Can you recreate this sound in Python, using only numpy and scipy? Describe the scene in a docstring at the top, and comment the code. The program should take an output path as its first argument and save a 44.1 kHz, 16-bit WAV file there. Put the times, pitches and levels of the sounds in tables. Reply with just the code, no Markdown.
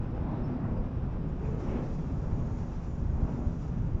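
"""Distant traffic rumbles, heard on a walk along a wooden dock between houseboats.
Passing vehicles swell out of the roar with low drones and tyre rasps. Faint high peeps come from
far off, and a thin, faintly whistling hiss opens up between the houses. The boards knock softly,
and the house walls echo all of this. Light wind buffets the microphone, which bumps dully as it is
carried. Very faint, tiny high clicks and crackle lie over the mix."""
import sys
import numpy as np
from scipy import signal
from scipy.fft import rfft, irfft
from scipy.io import wavfile
from scipy.ndimage import map_coordinates

SR = 44100
rng = np.random.default_rng(int(sys.argv[2]) if len(sys.argv) > 2 else 0)


def log_audio(samples):
    """Write samples as a 16-bit WAV file to the path given in sys.argv[1]."""
    # one column per channel
    frames = np.atleast_2d(samples).T
    # limit to full scale, then quantise
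    limited = np.clip(frames, -1, 1)
    pcm = np.round(limited * 32767).astype(np.int16)
    wavfile.write(sys.argv[1], SR, pcm)


N = 176400
T = np.arange(N) / SR
HZ = np.fft.rfftfreq(N, 1 / SR)


def amp(db):
    """Decibels to gain."""
    return 10 ** (np.asarray(db) / 20)


def unit(x):
    """Scale to rms 1."""
    return x / np.sqrt(np.mean(x ** 2) + 1e-30)


def colour(points):
    """Gain per frequency from (freq_hz, gain_db) points."""
    freq_hz, gain_db = np.transpose(points)
    return amp(np.interp(np.log(HZ + 1), np.log(freq_hz), gain_db))


def level(points):
    """Gain per sample from (time_s, level_db) points."""
    return amp(np.interp(T, *np.transpose(points)))


def noise(spectrum):
    """Shaped noise of rms 1, rolled off below 14 Hz."""
    highpass = 1 - np.exp(-(HZ / 14) ** 4)
    phases = np.exp(2j * np.pi * rng.random(len(HZ)))
    return unit(irfft(spectrum * highpass * phases, N))


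def noise_band(centre_hz, sigma_hz):
    """Gaussian band of noise, rms 1."""
    return noise(np.exp(-.5 * ((HZ - centre_hz) / sigma_hz) ** 2))


def drift(rate_hz):
    """Smooth random curve of rms 1, moving up to about rate_hz."""
    spectrum = np.exp(-(HZ / rate_hz) ** 2) * (HZ > 0)
    phases = np.exp(2j * np.pi * rng.random(len(HZ)))
    return unit(irfft(spectrum * phases, N))


def waver(depth_db, rate_hz):
    """Randomly drifting gain."""
    return amp(depth_db * drift(rate_hz))


def swell(peak_s, rise_s, fall_s):
    """Bell envelope with a separate sigma on each side."""
    return np.exp(-.5 * ((T - peak_s) / np.where(T < peak_s, rise_s, fall_s)) ** 2)


def swelling_bands(rows):
    """One swelling, fading noise band per row."""
    return sum(amp(level_db) * swell(peak_s, sigma_s, sigma_s) * noise_band(centre_hz, sigma_hz)
               for peak_s, sigma_s, centre_hz, sigma_hz, level_db in rows)


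# City rumble: freq_hz, gain_db
RUMBLE_SPECTRUM = [(15, 0), (25, 5), (38, 1), (72, 2), (105, -2), (128, 1.5), (168, -0.5), (198, -8),
                   (238, -5.5), (295, -13), (420, -17), (650, -27.5), (1500, -47), (4000, -90.5)]
# City rumble: time_s, level_db
RUMBLE_ENVELOPE = [(0, -32.5), (.7, -33.5), (1.3, -32), (1.75, -33), (2.05, -32), (2.55, -33), (2.8, -34.5),
                   (3.2, -33.5), (3.62, -33.5), (4, -32.5)]
# Far tyres: freq_hz, gain_db
WASH_SPECTRUM = [(100, -1.5), (500, -0.5), (950, -2.5), (1300, -6.5), (1800, -15), (2200, -18.5),
                 (2520, -18), (3100, -24.5), (3650, -27), (4400, -33), (4850, -29.5), (5700, -31),
                 (6400, -39.5), (7300, -39), (8500, -54.5), (11000, -61), (15000, -59)]

def city(wash_db=-51.5, fade_db_per_s=0.6):
    """Steady low rumble and a wash of far tyres that the houses slowly screen."""
    rumble = level(RUMBLE_ENVELOPE) * noise(colour(RUMBLE_SPECTRUM)) * waver(depth_db=0.25, rate_hz=2.9)
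    wash = amp(wash_db) * noise(colour(WASH_SPECTRUM)) * waver(depth_db=0.9, rate_hz=17)
    screening = amp(-fade_db_per_s * (T - T.mean()))
    return rumble + wash * screening


# Far peeps: peak_s, sigma_s, pitch_hz, level_db
FAR_PEEPS = [(0.452, 0.016, 5350, -70), (0.547, 0.0176, 4860, -82), (0.78, 0.021, 4780, -80),
             (1.294, 0.018, 6840, -81), (1.48, 0.03, 6900, -79), (1.536, .03, 7200, -82),
             (2.5, .03, 4220, -82.5), (2.52, .06, 6560, -79), (2.893, 0.022, 6930, -79),
             (3.67, 0.012, 5090, -82)]

def peeps(wander_hz=42, wander_rate_hz=90):
    """Short, clean whistles with a slightly trembling pitch."""
    out = np.zeros(N)
    for peak_s, sigma_s, pitch_hz, level_db in FAR_PEEPS:
        cycles = np.cumsum(pitch_hz + wander_hz * drift(wander_rate_hz)) / SR
        out += amp(level_db) * swell(peak_s, sigma_s, sigma_s) * unit(np.sin(2 * np.pi * cycles))
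    return out


# Hiss: freq_hz, gain_db
HISS_SPECTRUM = [(1500, -4.5), (3300, -3), (4200, -3), (4550, -2.5), (5600, 1.5), (6000, 1), (6300, -2.5),
                 (6900, -1.5), (7500, -9), (8400, -23.5), (10000, -37.5), (14000, -57)]
# Hiss: time_s, level_db
HISS_ENVELOPE = [(0, -93.5), (1.2, -95), (1.45, -75.5), (1.585, -79), (1.6, -65), (1.75, -69),
                 (1.95, -70.5), (2.35, -74), (2.62, -70.5), (3.1, -74), (3.65, -72), (4, -81.5)]
# Whistling resonances: centre_hz, half_width_hz, gain_db
WHISTLE_RESONANCES = [(5940, 110, -7.5), (6700, 60, -8), (6920, 220, -10)]
# All whistles: time_s, gain_db
WHISTLE_ENVELOPE = [(0, -105), (1.2, -97.5), (1.5, -73.5), (1.9, -79), (2.15, -75), (2.34, -77),
                    (2.42, -72), (2.64, -72), (2.78, -77), (2.95, -73), (3.15, -76), (3.6, -73), (4, -80.5)]

def hiss():
    """Thin hiss like a small leak, with wavering whistles from narrow resonances."""
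    air = level(HISS_ENVELOPE) * noise(colour(HISS_SPECTRUM)) * waver(depth_db=1.5, rate_hz=17)
    whistles = np.zeros(N)
    for centre_hz, half_width_hz, gain_db in WHISTLE_RESONANCES:
        resonance = 1 / (1 + ((HZ - centre_hz) / half_width_hz) ** 2)
        whistles += amp(gain_db) * noise(resonance) * waver(depth_db=1.8, rate_hz=12)
    return air + level(WHISTLE_ENVELOPE) * whistles


# Faint clicks: start_s, peak_db
FAINT_CLICKS = [(.121, -63), (0.286, -67), (.457, -64.5), (.5555, -65), (.6555, -61), (.855, -65),
                (1.555, -66), (1.79, -67), (1.89, -64.5), (2.39, -62), (2.523, -66), (2.657, -62),
                (3.062, -65.5), (3.32, -65), (3.827, -67), (3.955, -72)]

def clicks(decay_s=.00012, crackle_per_s=14, crackle_db=-73.5, spread_db=2.5):
    """Very faint, tiny high clicks, with fainter random crackle in between."""
    crackle_onsets = rng.random(N) < crackle_per_s / SR
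    impulses = crackle_onsets * amp(crackle_db + spread_db * rng.standard_normal(N))
    for start_s, peak_db in FAINT_CLICKS:
        impulses[round(start_s * SR)] += amp(peak_db)
    envelope = signal.lfilter([1], [1, -np.exp(-1 / (decay_s * SR))], impulses)
    return envelope * rng.choice([-1, 1], N)


# Dock boards: start_s, gain_db, centre_hz
BOARD_KNOCKS = [(.177, -37, 750), (2.129, -45, 700), (3.234, -45, 650), (3.644, -47, 760)]

def knocks(rise_s=.0005, decay_s=.0034, sigma_hz=330):
    """Light knocks on the dock, each a short burst in one wide, woody resonance."""
    out = np.zeros(N)
    for start_s, gain_db, centre_hz in BOARD_KNOCKS:
        age_s = np.maximum(T - start_s, 0)
        envelope = (1 - np.exp(-age_s / rise_s)) * np.exp(-age_s / decay_s)
        out += amp(gain_db) * envelope * noise_band(centre_hz, sigma_hz)
    return out


# Wind buffet: freq_hz, gain_db
GUST_SPECTRUM = [(12, -2.5), (28, 3), (75, -1.5), (120, -10), (200, -12), (500, -43), (2000, -95)]
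# Gusts: peak_s, sigma_s, level_db
WIND_GUSTS = [(0.26, .05, -36.5), (0.744, 0.048, -33.5), (2.34, 0.044, -34.5), (2.53, 0.065, -30.5),
              (3.101, 0.11, -33), (3.245, 0.047, -34), (3.811, 0.046, -28.5)]

def wind():
    """Short, low buffets of air on the microphone."""
    envelope = sum(amp(level_db) * swell(peak_s, sigma_s, sigma_s)
                   for peak_s, sigma_s, level_db in WIND_GUSTS)
    return envelope * noise(colour(GUST_SPECTRUM))


# Microphone bumps: peak_s, peak_db
MIC_BUMPS = [(2.332, -20), (3.149, -22.5), (3.234, -19.5), (3.474, -20), (3.95, -18.5)]

def bumps(pitch_hz=69, sigma_s=.0053):
    """Each bump of the carried microphone is one dull pressure pulse with no ring."""
    return -sum(amp(peak_db) * swell(peak_s, sigma_s, sigma_s) * np.cos(2 * np.pi * pitch_hz * (T - peak_s))
                for peak_s, peak_db in MIC_BUMPS)


# Tyre rasps: peak_s, sigma_s, centre_hz, sigma_hz, level_db
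TYRE_RASPS = [(.305, 0.033, 780, 380, -48), (.32, 0.077, 3620, 500, -75.5), (0.65, 0.033, 950, 600, -49.5),
              (1.095, .018, 850, 278, -51), (1.458, 0.01, 2420, 259, -64.5), (1.72, 0.016, 2470, 220, -62),
              (1.735, .07, 2190, 940, -60.5)]

def rasps():
    """Tyres rasp in brief, wide bands of noise."""
    return swelling_bands(TYRE_RASPS)


# Heavy vehicles: peak_s, sigma_s, centre_hz, sigma_hz, level_db
HEAVY_DRONES = [(.32, 0.036, 130, 29.7, -36), (.55, 0.15, 248, 22.8, -42), (.55, 0.096, 349, 21.7, -47),
                (.655, 0.024, 137.4, 24.8, -31), (.76, 0.046, 483, 106.6, -44.5),
                (1.5, 0.067, 440, 27.7, -44), (1.625, 0.0067, 285, 50, -34),
                (1.75, 0.066, 338, 49.6, -42.5), (1.78, 0.095, 444, 73.4, -45), (2.42, 0.09, 131, 30, -35),
                (3.26, 0.041, 224, 55, -41.5), (3.81, 0.048, 139, 60, -34.5), (3.95, 0.043, 315, 70, -45.5)]

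def drones():
    """Heavy vehicles drone in low, narrow bands of noise."""
    return swelling_bands(HEAVY_DRONES)


# Tyre roar of one vehicle: freq_hz, gain_db
ROAR_SPECTRUM = [(60, 0.5), (250, 15.5), (400, 2.5), (600, 3), (900, 1), (1300, -7.5), (1800, -14),
                 (2500, -20.5), (3500, -33.5), (4500, -36), (8000, -56), (14000, -75)]
# Passes: peak_s, rise_s, fall_s, level_db, tilt_db_per_octave
VEHICLE_PASSES = [(.31, 0.16, 0.29, -39, -1.5), (.645, 0.11, 0.2, -39.5, -2.5),
                  (1.12, 0.027, 0.035, -64, -2), (1.45, 0.047, 0.12, -49.5, 2.5),
                  (1.73, 0.11, 0.13, -38, -0.3), (2.3, 0.25, 0.34, -44, -1), (3.29, 0.15, 0.18, -39, -1.9)]

def vehicles(pivot_hz=900):
    """Each passing vehicle is a swell of tyre roar with its own brightness."""
    octaves = np.log2((HZ + 1) / pivot_hz).clip(-2, 3)
    out = np.zeros(N)
    for peak_s, rise_s, fall_s, level_db, tilt_db_per_octave in VEHICLE_PASSES:
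        roar = noise(colour(ROAR_SPECTRUM) * amp(tilt_db_per_octave * octaves))
        out += amp(level_db) * swell(peak_s, rise_s, fall_s) * roar
    return out


def walls(direct, count=14, echo_db=-11.5, first_s=.004, last_s=.045, drift_s_per_s=.0006):
    """Add early echoes off the houseboats; the delays shift as the microphone moves."""
    reflected = irfft(rfft(direct) * HZ ** 2 / (HZ ** 2 + 250 ** 2), N)  # bass bends around the houses
    echoes = np.zeros(N)
    for place, shift, polarity in rng.uniform(-1, 1, (count, 3)):
        delay_s = first_s + (last_s - first_s) * abs(place) + drift_s_per_s * shift * T
        echo = map_coordinates(reflected, [(T - delay_s) * SR], order=3, mode="mirror")
        echoes += np.sign(polarity) * echo
    return direct + amp(echo_db) * echoes / np.sqrt(count)


def scene():
    """Mono mix: surroundings with wall echoes; wind, bumps and clicks without."""
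    surroundings = city() + vehicles() + drones() + rasps() + hiss() + peeps() + knocks()
    return (walls(surroundings) + wind() + bumps() + clicks())[None]


def record(dry):
    """Low-pass at 15.8 kHz."""
    lowpass = signal.firwin(511, 15800, window=("kaiser", 9), fs=SR)
    return signal.oaconvolve(dry, lowpass[None], "same")


dry = scene()
out = record(dry)
log_audio(out)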